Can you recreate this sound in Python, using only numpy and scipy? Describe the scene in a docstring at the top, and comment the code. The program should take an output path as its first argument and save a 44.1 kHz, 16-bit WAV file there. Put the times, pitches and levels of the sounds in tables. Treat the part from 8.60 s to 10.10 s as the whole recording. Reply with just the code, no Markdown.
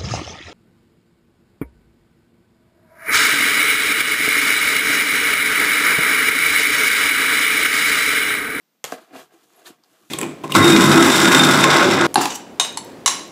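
"""Slitting a cardboard package, close by

A blade slits the edge of a carton held near a small microphone in a quiet furnished room.
Tape and fibres snap as ringing clicks, and blade blows push the hollow box into resonance.
Strokes are dense runs of fibre clicks that drum the walls, rasp in the middle and hiss on top.
Blade chatter whistles faintly; the room answers the snaps, the first rip and the knocks over a hush."""
import sys
import numpy as np
from scipy import signal
from scipy.io import wavfile
from scipy.ndimage import uniform_filter1d

SR = 44100
rng = np.random.default_rng(int(sys.argv[2]) if len(sys.argv) > 2 else 0)


def transcribe(signal):
    """Save signal, clipped to [-1, 1], as a 16-bit WAV file at the path in sys.argv[1]."""
    frames = np.atleast_2d(signal).T
    limited = np.clip(frames, -1, 1)
    pcm = np.round(limited * 32767).astype(np.int16)
    wavfile.write(sys.argv[1], SR, pcm)


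def ratio(d):
    """dB to gain"""
    e = np.asarray(d, float) / 20
    return 10 ** e


N = 66150  # 1.5 s


def evened(x):
    """Scales a sound to an rms of 1."""
    return x / np.sqrt(np.mean(x ** 2) + 1e-20)


def read(points, hz):
    """Reads a curve of (f/Hz, value) along a logarithmic frequency axis."""
    f, value = np.transpose(points)
    return np.interp(np.log(hz + 1), np.log(f + 1), value)


def add(mix, s, sound):
    """Lays a sound into the mix at s seconds, cut off at the end."""
    part = mix[round(s * SR):][:len(sound)]
    part += sound[:len(part)]


def colour(x, points):
    """Minimum-phase filter shaped like the given spectrum, with unit energy."""
    hz = abs(np.fft.fftfreq(4096, 1 / SR))
    log_gain = np.log(ratio(np.maximum(read(points, hz), -80)))
    taps = np.fft.ifft(np.exp(np.conj(signal.hilbert(log_gain)))).real[:2048]
    return signal.oaconvolve(x, taps / np.linalg.norm(taps))[:len(x)]


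def resonate(x, hz, width):
    """One resonance of gain 1, fixed or moving, that starts from rest."""
    turn = np.exp(2j * np.pi * np.cumsum(hz * np.ones(len(x))) / SR)
    r = np.exp(-np.pi * width / SR)
    # shift the resonance down to 0 Hz, smooth there, shift back
    return 2 * (turn * signal.lfilter([1 - r], [1, -r], x / turn)).imag


def fibres(per_s, spread_db, clump_db, clump_s):
    """Breaking fibres: clicks of random sign and size, coming in clumps."""
    size = ratio(spread_db * np.minimum(rng.exponential(1, N), 4)) * rng.standard_normal(N)
    clumps = evened(uniform_filter1d(rng.standard_normal(N), max(round(clump_s * SR), 1)))
    breaks = rng.random(N) < per_s / SR
    return evened(size * breaks * ratio(clump_db * clumps))


# resonances of the hollow carton: f/Hz
BOX_HZ = [282, 340, 472, 515, 655, 720, 782, 1120, 1250, 1620, 1990, 2400, 2720]
# the same resonances in order: width/Hz, level/dB
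BOX_MODES = [(32.7, 0.5), (39.4, -6), (24.5, 0), (24.5, -3), (35.7, 4.5), (30.2, 7), (40, -9.5), (118, -6),
             (101, -12), (103, -2), (119, -6.5), (80, -8.5), (120, -10)]
BOX_LOW_HZ = 281  # a box this small sends out little bass


def box(push):
    """The carton rings in all its resonances when pushed, and radiates little bass."""
    ring = sum(ratio(db) * resonate(push, hz, width) for hz, (width, db) in zip(BOX_HZ, BOX_MODES))
    return signal.sosfilt(signal.butter(3, BOX_LOW_HZ, "high", fs=SR, output="sos"), ring)


# blade and hands on the card, first cut and later ones:
# t/s, thud level/dB, air hum level/dB, wall drumming level/dB, rasp level/dB, fibre hiss level/dB
FIRST_CUT = [(.257, -60, -56, -50, -43, -39), (.268, -60, -56, -50, -43, -41),
             (.284, -60, -54, -47, -43, -44), (.314, -60, -55, -51, -48, -46)]
LATER_CUTS = [(0.334, -60, -47.5, -36.5, -44, -42), (0.372, -70, -58, -65, -54, -55.5),
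              (0.384, -79, -63, -48, -48, -56.5), (0.398, -87, -68, -56.5, -58, -60),
              (0.42, -72, -57, -67, -55, -59), (0.472, -84, -73, -63, -64, -67),
              (0.514, -85, -60, -53, -63, -70), (0.528, -65, -45.5, -50, -55, -63),
              (0.54, -64, -40.5, -46.5, -49.5, -56), (0.56, -71, -39, -40, -44.5, -48.5),
              (0.606, -62, -52.5, -44.5, -47.5, -48.5), (0.642, -62, -53, -60.5, -59, -57),
              (0.684, -75, -67.5, -74, -68.5, -70.5), (0.7, -76, -75, -62.5, -71, -74),
              (0.742, -67, -55, -59.5, -62, -60), (0.762, -79, -55.5, -61, -68.5, -64),
              (0.814, -79, -65, -71, -63, -66), (0.84, -70, -64.5, -68, -66, -59),
              (0.862, -68, -64, -72, -72, -66), (0.898, -88, -66, -67.5, -77, -64),
              (0.946, -79, -63, -67, -59, -62.5), (0.97, -83, -63.5, -57.5, -67, -62),
              (0.998, -70, -53.5, -57.5, -59, -58), (1.038, -91, -56, -55.5, -68, -64.5),
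              (1.07, -73, -54, -58.5, -44, -42.5), (1.096, -66, -50, -52, -56, -48.5),
              (1.106, -51, -43.5, -58.5, -48.5, -53), (1.116, -72, -53.5, -62, -57, -57.5),
              (1.132, -75, -64, -60.5, -58.5, -63), (1.164, -65, -68, -74, -68, -69),
              (1.178, -86, -78, -66, -74, -77), (1.2, -67, -68, -70, -74, -78),
              (1.23, -98, -71, -83, -72, -77), (1.236, -98, -78, -70, -65, -72),
              (1.258, -96, -69.5, -64.5, -70.5, -69.5), (1.31, -67, -69, -73, -67, -65.5),
              (1.33, -72, -61, -63.5, -70, -63), (1.366, -86, -87, -66, -64.5, -65.5),
              (1.386, -91, -70, -66, -68, -64.5), (1.434, -63, -61, -73, -66, -63.5),
              (1.46, -78, -64.5, -71, -67.5, -62.5), (1.5, -64, -70, -76, -73, -61)]
# hum of the air inside, moving as the flap is pulled: t/s, f/Hz
AIR = [(0.25, 392), (0.378, 393), (0.5, 280), (0.548, 300), (0.594, 358), (0.674, 357), (0.702, 367),
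       (0.886, 309), (0.938, 362), (1.05, 383), (1.122, 315), (1.164, 358), (1.21, 303), (1.256, 341),
       (1.432, 333), (1.5, 310)]
AIR_WIDTH_HZ = 95  # of each of two passes
# broad sound of the panels: f/Hz, level/dB
PANEL = [(60, -70.5), (180, -13), (300, -4.5), (700, -9), (1000, -24.5), (2000, -39.5), (5000, -82)]
PANEL_DB = -8  # against the ringing walls
# the whole package shifting: f/Hz, level/dB
THUD = [(20, -50), (70, -13.5), (130, 2.5), (190, 0), (300, -10), (800, -85)]
# middle range of the tearing: f/Hz, level/dB
RASP = [(470, -38), (800, 1), (1220, 3), (1330, 2.5), (2150, -7.5), (2370, -4.5), (2670, -8), (4000, -8.5),
        (5200, -11), (8800, -120)]
# top range of the tearing: f/Hz, level/dB
HISS = [(1470, -43), (2500, -12.5), (2660, -7), (3380, -4.5), (5230, -10), (6550, -5), (9150, -9),
        (12200, -9.5), (15200, -14.5), (16000, -9)]
RIP_S = .2416  # the rip and the strokes start here


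def strokes():
    """Fibre clicks excite the enclosed air, walls, rasp and hiss; noise makes the package thud."""
    s, *dbs = np.vstack([FIRST_CUT, LATER_CUTS]).T
    t = np.arange(N) / SR
    thud, air, wall, rasp, hiss = (ratio(np.interp(t, s, db)) * (t > RIP_S) for db in dbs)
    push = fibres(4000, 0.91, 0.89, 0.016)
    air_hz = np.interp(t, *np.transpose(AIR))
    hum = air * evened(resonate(resonate(push, air_hz, AIR_WIDTH_HZ), air_hz, AIR_WIDTH_HZ))
    ring = box(wall * push) / np.std(box(push))
    panels = ratio(PANEL_DB) * colour(wall * push, PANEL)
    shift = colour(thud * rng.standard_normal(N), THUD)
    middle = colour(rasp * fibres(9000, 1.1, 0.78, 0.0027), RASP)
    top = colour(hiss * fibres(20000, 0.49, 1.0, 0.0027), HISS)
    return shift + hum + ring + panels + middle + top


# spectrum of the tearing tape: f/Hz, level/dB
RIP_COLOUR = [(200, -40), (500, -28), (900, 1), (2200, 11), (4000, 9.5), (5300, -0.5), (7000, 6),
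              (10000, -4), (13000, 4.5), (15500, -23)]
RIP_LENGTH_S, RIP_DB = .0135, -29


def rip():
    """The tape tears evenly for a moment, then stops: a gated run of fibre clicks."""
    t = np.arange(N) / SR - RIP_S
    gate = np.clip(t / .0005, 0, 1) * np.clip((RIP_LENGTH_S - t) / .002, 0, 1)
    return ratio(RIP_DB) * colour(gate * fibres(12000, 0.57, 1.2, 0.0028), RIP_COLOUR)


# fibres and tape breaking: t/s, peak level/dB, centre f/Hz, width/Hz of each of two passes, t60/s
SNAPS = [(0.2416, -10, 6500, 3480, 0.005), (0.2423, -20.5, 12400, 2950, 0.0036),
         (0.2423, -18.5, 2160, 1200, 0.0074), (0.244, -20, 883, 345, .02), (0.2454, -26, 1620, 1480, .008),
         (0.252, -46, 7000, 3000, 0.0036), (0.3215, -24.5, 5070, 9100, 0.01),
         (0.3207, -26, 6400, 9100, 0.038), (0.3235, -21.5, 1316, 820, 0.01),
         (.9030, -52, 1520, 1500, 0.014), (0.9352, -47, 7600, 6000, 0.0045),
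         (1.2370, -45.5, 6070, 4000, .009), (1.2375, -48.5, 4700, 785, 0.014),
         (1.2375, -62, 1480, 1200, 0.015), (1.244, -57, 11000, 3000, .008), (1.245, -53, 4650, 1500, 0.011)]


def snaps():
    """A break is a click with a dying crackle behind it, in one band."""
    out, t = np.zeros(N), np.arange(2000) / SR
    for (s, db, hz, width, t60), crackle in zip(SNAPS, rng.standard_normal((len(SNAPS), 2000))):
        click = 2.22 * (t == 0)
        source = (click + crackle) * ratio(-60 * t / t60)
        burst = resonate(resonate(source, hz, width), hz, width)
        add(out, s, ratio(db) * burst / abs(burst).max())
    return out


# blows on the carton: t/s, peak level/dB that an instant blow as strong would have, contact/ms
KNOCKS = [(.1480, -46.5, 2.25), (.2426, -32, 0.22), (.3218, -25, 1.5), (.3234, -10, 0.68),
          (.3395, -28, 2.1), (.3850, -33.5, 0.47), (.5360, -42, 1.8), (0.555, -27.5, 0.55),
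          (.5620, -16, 2.26), (1.1000, -27, 3)]


def knocks():
    """Each blow is a short smooth push into the box; longer contact is duller."""
    push, unit = np.zeros(N), np.zeros(N)
    unit[0] = 1
    for s, db, ms in KNOCKS:
        shape = np.hanning(round(ms * SR / 1000) + 3)
        add(push, s, ratio(db) * shape / shape.sum())
    return box(push) / abs(box(unit)).max()


# blade chatter, a fuzzy whistle: start t/s, length/s, rms level/dB before the arch,
# f/Hz, width/Hz of each of two passes
SQUEAKS = [(.600, .02, -56, 3300, 300), (.790, .06, -74, 4700, 1200), (.955, .03, -60, 11300, 900),
           (1.053, .035, -45, 3900, 1800), (1.058, .026, -49, 1720, 300), (1.410, .04, -65, 1150, 120)]


def squeaks():
    """Blade chatter: noise through a steep resonance under a soft arch."""
    out = np.zeros(N)
    for (s, length, db, hz, width), noise in zip(SQUEAKS, rng.standard_normal((len(SQUEAKS), 4410))):
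        arch = np.sin(np.pi * np.clip(np.arange(4410) / SR / length, 0, 1) ** 0.83)
        whistle = evened(resonate(resonate(noise, hz, width), hz, width))
        add(out, s, ratio(db) * arch * whistle)
    return out


# decay of the furnished room: f/Hz, t60/s
ROOM_T60 = [(200, 0.26), (1000, 0.23), (4000, 0.24), (12000, 0.11)]
ROOM_DB = -12


def room(x):
    """Reflections as sparse taps of random sign, each band dying at its own speed."""
    taps = np.zeros(SR // 2)
    at = np.arange(260, SR // 2 - 20, 20)  # the first reflection comes after about 6 ms
    taps[at + rng.integers(0, 20, len(at))] = rng.choice([-1., 1.], len(at))
    hz, t, z = signal.stft(taps, SR, nperseg=256)
    decay = ratio(-60 * t / read(ROOM_T60, hz)[:, None])
    tail = signal.istft(z * decay, SR, nperseg=256)[1]
    return signal.fftconvolve(x, tail / np.linalg.norm(tail))[:N]


# spectrum of the quiet room: f/Hz, level/dB
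FLOOR = [(18, -54), (30, -34), (145, -18), (161, -10.5), (227, -8), (404, -18), (4420, -25.5),
         (5590, -25.5), (10500, -32.5), (14800, -23.5), (16000, -38)]
FLOOR_DB = -70


def hush():
    """The room at rest: steady coloured noise."""
    return ratio(FLOOR_DB) * evened(colour(rng.standard_normal(N), FLOOR))


def scene():
    """Hits and their echo in the room, over the close strokes, squeaks and the hush."""
    hits = knocks() + snaps() + rip()
    rest = hush()
    return (hits + ratio(ROOM_DB) * room(hits) + strokes() + squeaks() + rest)[None]


def top_cut(x):
    """Nothing passes above the cut-off."""
    return signal.sosfilt(signal.butter(12, 16520, fs=SR, output="sos"), x)


MIC_LOW_HZ, EDGE_HZ = 162, 15250


def record(dry):
    """Small close microphone without deep bass, then a steep upper band limit."""
    thin = signal.sosfilt(signal.butter(2, MIC_LOW_HZ, "high", fs=SR, output="sos"), dry)
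    edge = signal.firwin(511, EDGE_HZ, window=("kaiser", 5), fs=SR)[None]
    mix = signal.oaconvolve(thin, edge, "same")
    return top_cut(mix)


dry = scene()
out = record(dry)
transcribe(out)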